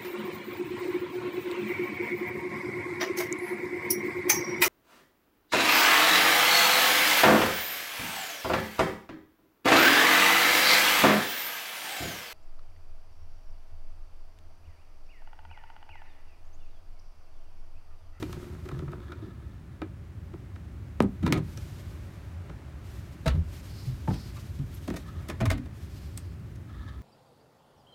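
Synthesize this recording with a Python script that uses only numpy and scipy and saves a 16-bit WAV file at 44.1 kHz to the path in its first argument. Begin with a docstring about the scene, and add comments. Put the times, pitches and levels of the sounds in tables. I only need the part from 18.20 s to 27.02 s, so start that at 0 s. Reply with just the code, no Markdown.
"""Two locker doors in a boat cabin

In a small boat cabin a wooden locker door is lowered, swung up again, knocks on its frame and snaps shut.
Someone turns, clothes rustling, steps across the hollow sole and pulls a second locker open with a rattle.
Knocks are filtered bursts with ringing modes and cabin echoes; big panels boom as wavering low tones.
Hinge, edge and palm are streams of tiny slips that ring the wood; cloth, hull and air are coloured noise.
A gain control turns the sound down after the louder blows and slowly lets it back up."""
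import sys
import numpy as np
from scipy import signal
from scipy.fft import rfft, irfft, next_fast_len
from scipy.io import wavfile
from scipy.ndimage import uniform_filter1d

SR = 44100
rng = np.random.default_rng(int(sys.argv[2]) if len(sys.argv) > 2 else 0)


def pcm_store(signal):
    """Save signal as 16-bit PCM."""
    levels = np.round(np.clip(np.atleast_2d(signal), -1, 1) * 32767)
    wavfile.write(sys.argv[1], SR, levels.astype(np.int16).T)


N = 388962
TIME = np.arange(N) / SR

# Each single blow is built in a window of this many samples
BLOW_SIZE = 2 ** 15
BLOW_TIME = np.arange(BLOW_SIZE) / SR
BLOW_HZ = np.maximum(np.arange(BLOW_SIZE // 2 + 1) * SR / BLOW_SIZE, 1)


# Touches and knocks of the first door; the levels are relative. Columns:
# start_s, level_db, weight_db (extra bass from the weight behind it),
# knee_hz (higher for a harder contact), slope_db (per octave above the knee), scrape_s,
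# tock_hz (favoured resonance), tock_db (its lift), modes_db (the panel's free ringing)
FIRST_DOOR_CONTACTS = [(0.026, -47, 11.5, 3000, -4.5, 0.00098, 296, 8, 2),
                       (0.126, -49.5, -24, 4000, -4, 0.0014, 1130, 6.9, -6),
                       (0.452, -58, 14, 1800, -3.5, 0.007, 384, 9.2, -3),
                       (0.487, -51, 6, 2200, -5, 0.00098, 1440, 8, -1),
                       (0.512, -58.5, 7, 1700, -4, 0.0054, 1080, 12, 5),
                       (0.544, -57, 8, 1700, -10, 0.0011, 156, 29, -12),
                       (0.589, -54.5, 7, 2700, -6.5, 0.0011, 380, 7, -2),
                       (0.62, -59, 12.5, 1130, -22, 0.0049, 355, 9.1, 5.5),
                       (0.68, -54.5, 1, 1800, -18, .0005, 314, 6.4, -1),
                       (0.716, -63.5, 13, 1800, -2, 0.0016, 1310, 6, 3),
                       (0.729, -47, -3, 1390, -15, 0.00036, 1250, 3.7, -4),
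                       (0.918, -54.5, 6, 4030, -11, 0.0019, 1400, 13.6, 1),
                       (1.022, -62.5, 14, 1180, -12, 0.0037, 344, 20, 3.5),
                       (1.06, -65, 18, 890, -4, 0.0023, 357, 12, 0),
                       (1.6165, -41.5, 3, 1600, -10, 0.0004, 324, 10.3, 0),
                       (2.135, -56, 12.5, 1200, -8, 0.0021, 346, 15.5, -4.5),
                       (2.357, -58.5, 7, 2200, -8, 0.0004, 1810, 4, -6),
                       (2.8035, -24, 6, 970, -8, 0.00059, 1260, 2.3, -9.5),
                       (2.82, -57.5, 30, 2500, 4.5, 0.0032, 9000, 5.3, -3),
                       (2.832, -38.5, 15.5, 790, -27, 0.015, 362, 4.2, -3),
                       (3.026, -50.5, 26.5, 2200, -5.5, 0.0092, 187, 11, -5.5),
                       (3.043, -50.5, 26, 1500, -5, 0.022, 1300, 4.5, -3),
                       (3.0625, -38, 9, 2840, -7, 0.0047, 980, 10, -4),
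                       (3.076, -40.5, 11.5, 900, -4.5, 0.0016, 306, 4.3, -2),
                       (3.088, -47, 23.5, 1200, -7, 0.031, 232, 4, -9),
                       (3.1232, -30.5, 4.5, 3540, -4, 0.0022, 2200, 8.5, -3.5),
                       (3.131, -42, 7, 900, -6.5, 0.05, 720, 4.5, 1.5),
                       (3.164, -45.5, 12, 1300, -3.5, 0.025, 312, 3.4, -7),
                       (3.372, -56, 8, 6000, 1, 0.0017, 5650, 14, -1.5)]
# What the first door rings with, before a small change at each blow: pitch_hz, level_db, t60_s
FIRST_DOOR_MODES = [(190.3, 2, 0.66), (266.6, 0, 0.19), (314.8, 7.5, 0.135), (383.6, 9, 0.15),
                    (517, -8, 0.16), (657, 0, 0.082), (763, -13, 0.12), (1009, -8, 0.057), (1267, 5, 0.068),
                    (1330, 6.5, 0.06), (1693, -1, 0.067), (1965, -2, 0.081), (2400, 0.5, 0.11),
                    (3740, 2.5, 0.03)]


def first_door():
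    """A wooden panel is knocked and scraped; each contact sets its own modes ringing."""
    return contacts(FIRST_DOOR_CONTACTS, FIRST_DOOR_MODES, level_db=-3.5, body_hz=395,
                    tap_flash_db=5.5, travel_ms=1.455, low_cut_hz=152, top_hz=11400)


# Touches and rattles of the second door; the levels are relative. Columns:
# start_s, level_db, weight_db, knee_hz, slope_db (per octave), scrape_s, tock_hz, tock_db, modes_db
SECOND_DOOR_CONTACTS = [(6.538, -87, 6, 1500, 9.5, 0.015, 11800, 18, -5),
                        (6.676, -45.5, 16, 1100, -3, 0.0047, 550, 4.2, -12),
                        (6.7, -48, 16, 1400, -4, 0.0033, 333, 6.4, -7),
                        (6.728, -51, 10, 1000, -3, 0.022, 397, 6.2, -7),
                        (6.758, -53, 7, 1500, 1, 0.016, 6200, 3.7, -2),
                        (7.083, -52.5, 18, 2180, 1, 0.0053, 2020, 4.8, -11),
                        (7.096, -43.5, 3.5, 1660, -3.5, 0.0066, 1870, 6.2, -5),
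                        (7.203, -38.5, 10, 1400, -5, 0.015, 657, 10.3, -7),
                        (7.222, -49.5, 16, 2000, -18, 0.0088, 286, 13.6, -7.5),
                        (7.253, -44.5, -3, 2160, -1.5, 0.0063, 2270, 8.5, -1),
                        (7.254, -46, -10, 1200, -3.5, 0.012, 1100, 10, -6),
                        (7.3, -37.5, -15, 2400, -2.5, 0.0053, 2000, 4.6, -4),
                        (7.305, -43, 6.5, 2400, -2.5, 0.02, 650, 5.5, -1),
                        (7.374, -60, 13, 2300, -1, 0.0081, 280, 8.4, 1),
                        (7.453, -63, 16, 1960, -3.5, 0.0085, 670, 3.4, -7),
                        (7.9735, -60.5, -10, 1490, 5, 0.001, 8350, 9.6, -2),
                        (8.352, -76, 2, 1500, 3.5, 0.007, 6100, 6.5, -12)]
# What the second door rings with, before a small change at each blow: pitch_hz, level_db, t60_s
SECOND_DOOR_MODES = [(249, 8, 0.22), (289, 4, 0.23), (650, 8.5, 0.07), (1010, -10, 0.053),
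                     (1248, 4.5, 0.053), (1493, -1, 0.11), (1705, -4, 0.12), (1850, 3.5, 0.08),
                     (2080, 2, 0.071), (2330, -2, 0.056), (2460, -0.5, 0.07), (3620, 1, 0.027)]


def second_door():
    """Another wooden panel, with modes of its own, rattles as it is pulled open."""
    return contacts(SECOND_DOOR_CONTACTS, SECOND_DOOR_MODES, level_db=-1.0, body_hz=392,
                    tap_flash_db=3.5, travel_ms=1.906, low_cut_hz=156, top_hz=12000)


# Footfalls and shoe scrapes on the cabin sole; the levels are relative. Columns:
# start_s, level_db, weight_db, knee_hz, slope_db (per octave), scrape_s, tock_hz, tock_db, modes_db
STEP_CONTACTS = [(4.294, -53.5, -6, 1300, -9, 0.00056, 309, 13, -10),
                 (5.058, -39, 0.5, 1830, -5.5, 0.0096, 620, 4, -2.5),
                 (5.075, -39.5, -7, 3700, -6, 0.0067, 1350, 5.2, -1),
                 (5.13, -57, 21, 1300, -4.5, 0.037, 613, 10, -4),
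                 (5.8745, -44, -4, 1060, -10, 0.0007, 855, 17.2, -15),
                 (5.879, -49, 16, 447, -11, 0.00072, 186, 5, -1),
                 (5.901, -49, 15.5, 1510, -13, 0.0055, 383, 10, -5),
                 (5.925, -54.5, 13, 2500, -2.5, 0.022, 910, 4.3, -7),
                 (6.15, -58, -8, 2520, -2, 0.033, 1130, 5, -9),
                 (6.384, -65.5, 17, 1510, -1.5, 0.0073, 1330, 5.3, -3)]
# What the sole rings with, before a small change at each blow: pitch_hz, level_db, t60_s
CABIN_SOLE_MODES = [(154.4, 16, 0.1), (223, -9, 0.36), (286, -2, 0.11), (558, -3, 0.13), (648, 3.5, 0.097),
                    (890, -2, 0.034), (1310, -7, 0.1), (1760, -8, 0.05), (3940, 1, 0.024)]


def steps():
    """Feet strike and scrape the hollow floor, which rings lower than the doors."""
    return contacts(STEP_CONTACTS, CABIN_SOLE_MODES, level_db=1.0, body_hz=370,
                    tap_flash_db=1.5, travel_ms=3, low_cut_hz=115, top_hz=10800)


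# A hard blow sets the whole panel going at once and cracks out above its tail;
# the lighter the touch, the more its wave spreads
HARD_BLOW_DB, TRAVEL_MS_PER_DB, CRACK_DB_PER_DB = -28, 0.21, 0.6
# The first flash stands out less from the tail when the surfaces slide
FLASH_LOSS_DB_PER_S = 227


def contacts(rows, modes, level_db, body_hz, tap_flash_db, travel_ms, low_cut_hz, top_hz, sharpness=11):
    """Each contact sends a bending wave through the panel, highs ahead of lows; modes and cabin ring on."""
    out = np.zeros(N)
    bass = 1 / (1 + (BLOW_HZ / body_hz) ** 4)
    # a small panel radiates little bass, and varnished wood little extreme treble
    radiation = 1 / np.sqrt(1 + (low_cut_hz / BLOW_HZ) ** 6 + (BLOW_HZ / top_hz) ** 4)
    for start_s, db, weight_db, knee_hz, slope_db, scrape_s, tock_hz, tock_db, modes_db in rows:
        hardness_db = max(db - HARD_BLOW_DB, 0)
        lightness_db = max(HARD_BLOW_DB - db, 0)
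        flash_db = tap_flash_db + CRACK_DB_PER_DB * hardness_db - FLASH_LOSS_DB_PER_S * scrape_s
        # this is the wave's delay at 1 kHz; it is longer for lower pitches
        spread_ms = travel_ms + TRAVEL_MS_PER_DB * lightness_db
        flash = from_db(flash_db) * np.exp(-4j * np.pi * spread_ms * np.sqrt(BLOW_HZ / 1000))
        tail = cabin_tail() + from_db(modes_db) * ringing(modes)
        body = (flash + tail) / np.hypot(1, from_db(flash_db))
        # weight adds bass and hardness treble
        octaves = np.log2(np.clip(BLOW_HZ, knee_hz, 8700) / knee_hz)
        # levels are shared per octave, hence the fall with the root of frequency
        octave_share = SR / np.sqrt(60 * BLOW_HZ)
        colour = from_db(db + weight_db * bass + slope_db * octaves) * octave_share
        # the spot that is touched favours one resonance
        tock = from_db(tock_db / (1 + (sharpness * np.log(BLOW_HZ / tock_hz)) ** 2))
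        blow = irfft(body * scrape(scrape_s) * causal(colour * tock * radiation))
        add(out, start_s, blow[:-BLOW_SIZE // 8])   # leave off the last eighth of the window
    return from_db(level_db) * out


def scrape(seconds, slips_per_s=2000, slip_db=1):
    """Spectrum of a contact's force: a first touch, then tiny slips that swell and fade with the slide."""
    slips = rng.standard_normal(BLOW_SIZE) * (rng.random(BLOW_SIZE) < slips_per_s / SR)
    pressure = np.sin(np.pi * np.minimum(BLOW_TIME / max(seconds, 1 / SR), 1)) ** 2
    force = from_db(slip_db) * slips * pressure
    force[0] = 1
    spectrum = rfft(force)
    # evened out across frequency
    return spectrum / np.sqrt(uniform_filter1d(np.abs(spectrum) ** 2, size=160) + 1e-9)


def ringing(modes):
    """Spectrum of the struck modes; grip and point of contact change pitch and strength at every blow."""
    out = 0
    for hz, db, t60_s in modes:
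        pitch_hz = hz * (1 + rng.normal(0, .007))
        fade = from_db(-60 * BLOW_TIME / t60_s)
        ring = np.sin(2 * np.pi * pitch_hz * BLOW_TIME) * fade * rng.choice([-1, 1])
        out = out + unit_energy(ring) * np.sqrt(hz / SR) * from_db(db + rng.normal(0, 1.5))
    return rfft(out)


# How long the cabin's echoes take to die by 60 dB: pitch_hz, t60_s
CABIN_DECAY = [(120, 0.37), (300, 0.19), (800, 0.16), (2500, 0.16), (6000, 0.085), (15000, 0.071)]


def cabin_tail(build_s=0.00065, return_s=0.048, return_db=3):
    """Spectrum of the dense echoes: a swell returns from the far bulkheads, the treble dies first."""
    white = rfft(rng.standard_normal(BLOW_SIZE))
    out = 0
    returned_db = return_db * np.exp(-(2 * (BLOW_TIME / return_s - 1)) ** 2)
    swell = (1 - np.exp(-BLOW_TIME / build_s)) * from_db(returned_db)
    edges_hz = 70 * 2 ** np.arange(9)   # octave bands
    for low, high in zip(edges_hz, edges_hz[1:]):
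        band = irfft(white * ((BLOW_HZ >= low) & (BLOW_HZ < high)))
        fade = from_db(-60 * BLOW_TIME / at_hz(CABIN_DECAY, np.sqrt(low * high)))
        out = out + unit_energy(band * swell * fade) * np.sqrt(2 * (high - low) / SR)
    return rfft(out)


# Heavy blows and footfalls make a big panel boom. Columns:
# start_s, level_db, pitch_hz (lowest mode, before it wanders), load_s (time under load),
# second_db (second mode against the lowest)
PANEL_BOOMS = [(0.512, -33.5, 136, 0.023, -20), (0.599, -34.5, 140, 0.092, -18),
               (2.812, -27, 107.7, 0.036, 4), (3.024, -25.5, 87.4, 0.046, 0), (3.076, -34, 84.7, 0.13, 9),
               (3.13, -30.5, 112.2, 0.084, -12), (5.066, -24, 130.3, 0.008, -8.5),
               (5.071, -21.5, 69.6, 0.088, -23), (5.143, -22.5, 83.8, 0.058, -8.5),
               (5.214, -23.5, 76.3, 0.011, -16), (5.665, -27, 127.2, 0.037, -22),
               (5.878, -25.5, 106.4, 0.047, -19), (6.391, -21, 137.9, 0.007, -15),
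               (7.211, -22.5, 120.6, 0.041, -23), (7.268, -17, 90.7, 0.018, -20),
               (7.345, -34.5, 128, 0.048, -2.5)]
BOOM_ATTACK_S, BOOM_RELEASE_DB_PER_S, SECOND_MODE_RATIO = 0.012, 313, 1.9
# The hull under a booming panel heaves along at a very low pitch
HULL_HZ, HULL_DB, HULL_RELEASE_DB_PER_S = 48.7, -12, 116


def booms(rough=0.25, waver_per_s=45, pitch_wander=0.04):
    """Big panels boom in two low modes, pitch and level wavering with the load; the hull heaves below."""
    out = np.zeros(N)
    for start_s, db, hz, load_s, second_db in PANEL_BOOMS:
        pitch_hz = hz * (1 + pitch_wander * drift(waver_per_s)[:BLOW_SIZE])
        phase = 2 * np.pi * np.cumsum(pitch_hz) / SR
        modes = np.sin(phase) + from_db(second_db) * np.sin(SECOND_MODE_RATIO * phase)
        panel = envelope(BLOW_TIME, load_s, BOOM_ATTACK_S, BOOM_RELEASE_DB_PER_S) * modes
        heave = envelope(BLOW_TIME, load_s, BOOM_ATTACK_S, HULL_RELEASE_DB_PER_S)
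        hull = heave * np.sin(2 * np.pi * HULL_HZ * BLOW_TIME)
        add(out, start_s, from_db(db) * (panel + from_db(HULL_DB) * hull))
    return out * (1 + rough * drift(waver_per_s))


# The first door rubs on its hinges as it is lowered in three pushes: start_s, hold_s, level_db
HINGE_PUSHES = [(-0.1, 0.041, -35), (.41, 0.35, -44.5), (.88, 0.15, -64)]
# What the rubbing hinges make ring: pitch_hz, level_db, t60_s
HINGE_RINGING = [(156.5, 0, 0.17), (216, 4.5, 0.03), (284, -4.5, 0.082), (350.4, 2.5, 0.11),
                 (547, -16, 0.065), (950, -8.5, 0.026), (1260, -0.5, 0.011)]


def hinge():
    """Sparse slips in the hinges set the door ringing low."""
    return friction(HINGE_PUSHES, HINGE_RINGING, slips_per_s=210, clump_db=1.5)


# The door's lower edge grates along the frame: start_s, hold_s, level_db
EDGE_GRATES = [(0.0, 0.11, -63.5), (0.46, 0.34, -58.5)]
# What the grating edge makes ring: pitch_hz, level_db, t60_s
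EDGE_MODES = [(550, -4.5, 0.028), (1050, -3, 0.014), (1430, -1, 0.016), (2200, -5, 0.0061),
              (3600, -7, 0.0044)]


def edge():
    """Few, very uneven slips make coarse grains of sound as wood grates on wood."""
    return friction(EDGE_GRATES, EDGE_MODES, slips_per_s=140, clump_db=5.5)


# A palm slides over the varnished wood: start_s, hold_s, level_db
PALM_RUBS = [(0.47, 0.21, -67), (0.8, 0.23, -58.5), (6.8, 0.097, -56.5), (8.47, 0.28, -56)]
# What the sliding palm makes ring: pitch_hz, level_db, t60_s
PALM_MODES = [(1293, 0.5, 0.028), (1710, -0.5, 0.021), (3500, 1.5, 0.004), (4100, -17, 0.004)]


def palm():
    """Thousands of slips a second blend into a soft, hollow rub."""
    return friction(PALM_RUBS, PALM_MODES, slips_per_s=3200, clump_db=4.5)


PUSH_ATTACK_S, PUSH_RELEASE_DB_PER_S = 0.053, 33.5


def friction(rows, modes, slips_per_s, clump_db, clumps_per_s=35):
    """Tiny slips come in uneven clumps and set the door ringing."""
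    slips = rng.standard_normal(N) * (rng.random(N) < slips_per_s / SR)
    clumped = slips * from_db(clump_db * drift(clumps_per_s))
    door = 0
    for hz, db, t60_s in modes:
        fade = from_db(-60 * BLOW_TIME / t60_s)
        door = door + from_db(db) * np.sin(2 * np.pi * hz * BLOW_TIME) * fade
    rub = rms_one(signal.fftconvolve(clumped, door)[:N])
    return strokes(rows, PUSH_ATTACK_S, PUSH_RELEASE_DB_PER_S) * rub


# Movements of arm and body that rustle the jacket: start_s, hold_s, level_db
JACKET_MOVES = [(-0.25, 0.29, -56.5), (0.38, 0.1, -69.5), (3.2, 0.43, -60), (4.6, 0.18, -60.5),
                (5.22, 0.44, -57.5), (5.78, 0.39, -58), (6.45, 0.33, -61), (7.5, 0.32, -61.5)]
# Tone colour of the jacket: pitch_hz, level_db (per Hz, relative)
JACKET_COLOUR = [(900, -2), (2000, 1.5), (3300, 2.5), (4900, 0.5), (6500, -1.5), (8500, -4), (10500, -6),
                 (14500, -4.5), (16000, -21)]
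# Trouser legs brush past each other in a stride or a shift of stance: start_s, hold_s, level_db
TROUSER_SWISHES = [(5.45, 0.16, -58.5), (5.87, 0.12, -54), (7.58, 0.5, -71)]
# Tone colour of the trousers: pitch_hz, level_db (per Hz, relative)
TROUSER_COLOUR = [(3400, -21), (4300, 0.5), (5100, 0), (6500, -16), (10000, -32)]


def clothes(flutter_db=2.33):
    """Fabric slides with a soft, uneven hiss."""
    jacket_gain = strokes(JACKET_MOVES, attack_s=0.15, release_db_per_s=27)
    jacket = jacket_gain * coloured_noise(JACKET_COLOUR)
    trouser_gain = strokes(TROUSER_SWISHES, attack_s=0.13, release_db_per_s=81)
    trousers = trouser_gain * coloured_noise(TROUSER_COLOUR)
    return from_db(flutter_db * drift(45)) * (jacket + trousers)


# Tone colour of the hull's rumble: pitch_hz, level_db (per Hz, relative)
RUMBLE_COLOUR = [(22, -36), (37, -18.5), (56, -0.5), (86, 2.5), (108, -1), (125, -5), (180, -11),
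                 (230, -17.5), (320, -19.5), (450, -29.5), (700, -56.5)]
# How the rumble's level moves: time_s, level_db (relative)
RUMBLE_COURSE = [(0.0, -42.5), (2.09, -44), (2.82, -41.5), (2.97, -39.5), (4.1, -43), (6.09, -40),
                 (8.82, -41.5)]
# Tone colour of the outside air: pitch_hz, level_db (per Hz, relative)
AIR_COLOUR = [(200, 0), (400, 2), (480, -13), (550, 0.5), (640, -5), (900, -7.5), (1300, -7.5),
              (2200, -11.5), (3200, -18.5), (4200, -21), (8600, -28.5), (16000, -39)]
# How the air's level moves: time_s, level_db (relative)
AIR_COURSE = [(0.0, -54), (0.17, -54.5), (0.91, -59.5), (1.25, -60), (3.22, -56.5), (3.49, -54.5),
              (6.07, -55.5), (6.34, -57), (7.25, -54), (7.44, -56.5), (8.82, -58.5)]


def background(rumble_db=1.5, air_db=1, swell_db=0.5):
    """The hull's low, slightly surging rumble and the faint air of the marina, both as shaped noise."""
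    hull_db = in_time(RUMBLE_COURSE) + rumble_db + swell_db * drift(10)
    hull = from_db(hull_db) * coloured_noise(RUMBLE_COLOUR)
    air = from_db(in_time(AIR_COURSE) + air_db) * coloured_noise(AIR_COLOUR)
    return hull + air


def envelope(age, hold_s, attack_s, release_db_per_s):
    """Swell, hold until hold_s, then die away."""
    swell = np.sin(np.pi / 2 * np.clip(age / attack_s, 0, 1))
    return swell * from_db(-release_db_per_s * np.maximum(age - hold_s, 0))


def strokes(rows, attack_s, release_db_per_s):
    """Gain of a run of rubbing strokes; where they overlap their powers add."""
    power = 0
    for start_s, hold_s, db in rows:
        stroke = from_db(db) * envelope(TIME - start_s, hold_s, attack_s, release_db_per_s)
        power = power + stroke ** 2
    return np.sqrt(power)


def drift(rate):
    """Random wandering around 0, spread near 1, with this many new targets a second."""
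    knots = rng.standard_normal(4096)
    return np.interp(TIME * rate, np.arange(len(knots)), knots)


def coloured_noise(spectrum):
    """Noise with the given spectrum, rms 1."""
    size = next_fast_len(N)
    hz = np.maximum(np.arange(size // 2 + 1) * SR / size, 1)
    white = rfft(rng.standard_normal(size))
    return rms_one(irfft(white * from_db(at_hz(spectrum, hz)), size)[:N])


def causal(gain):
    """The minimum-phase filter with this gain: nothing sounds before the blow."""
    cepstrum = irfft(np.log(gain + 1e-9))
    half = BLOW_SIZE // 2 - 1
    fold = np.r_[1, np.full(half, 2), 1, np.zeros(half)]   # moves all energy to after the start
    return np.exp(rfft(cepstrum * fold))


def from_db(db):
    """Decibels to gain."""
    return 10 ** (np.asarray(db) / 20)


def rms_one(x):
    """Scale to unit rms."""
    return x / np.sqrt(np.mean(x ** 2) + 1e-20)


def unit_energy(x):
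    """Scale to unit energy."""
    return x / np.sqrt(np.sum(x ** 2) + 1e-20)


def in_time(rows):
    """A curve of (time, value) points, read at every sample."""
    return np.interp(TIME, *np.transpose(rows))


def at_hz(points, hz):
    """Read a table on a log-frequency axis."""
    table_hz, values = np.transpose(points)
    return np.interp(np.log(hz), np.log(table_hz), values)


def add(out, start_s, sound):
    """Mix a sound in at its start time."""
    start = max(round(start_s * SR), 0)
    out[start:start + len(sound)] += sound[:N - start]


def scene():
    """Two doors and a few steps over the cabin's rumble."""
    knocks = first_door() + second_door() + steps() + booms()
    rubbing = hinge() + edge() + palm() + clothes()
    return (knocks + rubbing + background())[None]


def gain_control(x, threshold_db=-22, share=0.3, attack_s=.0013, release_db_per_s=14):
    """The gain drops when the sound is loud and creeps back."""
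    # running mean power over about 400 samples
    power = signal.lfilter([1 / 400], [1, 1 / 400 - 1], x ** 2)
    level_db = 10 * np.log10(np.maximum(power, 1e-12))
    over_db = np.maximum(level_db - threshold_db, 0) * share
    # the cut may jump up at once but shrinks only at the release speed
    release_db = release_db_per_s * TIME
    held_db = np.maximum.accumulate(over_db + release_db, axis=-1) - release_db
    keep = np.exp(-1 / (attack_s * SR))
    return x * from_db(-signal.lfilter([1 - keep], [1, -keep], held_db))


CUTOFF_HZ = 16000


def record(dry):
    """Gain control, then a steep cut of the top."""
    top_cut = signal.ellip(10, .1, 80, CUTOFF_HZ, fs=SR, output="sos")
    return signal.sosfilt(top_cut, gain_control(dry))


dry = scene()
out = record(dry)
pcm_store(out)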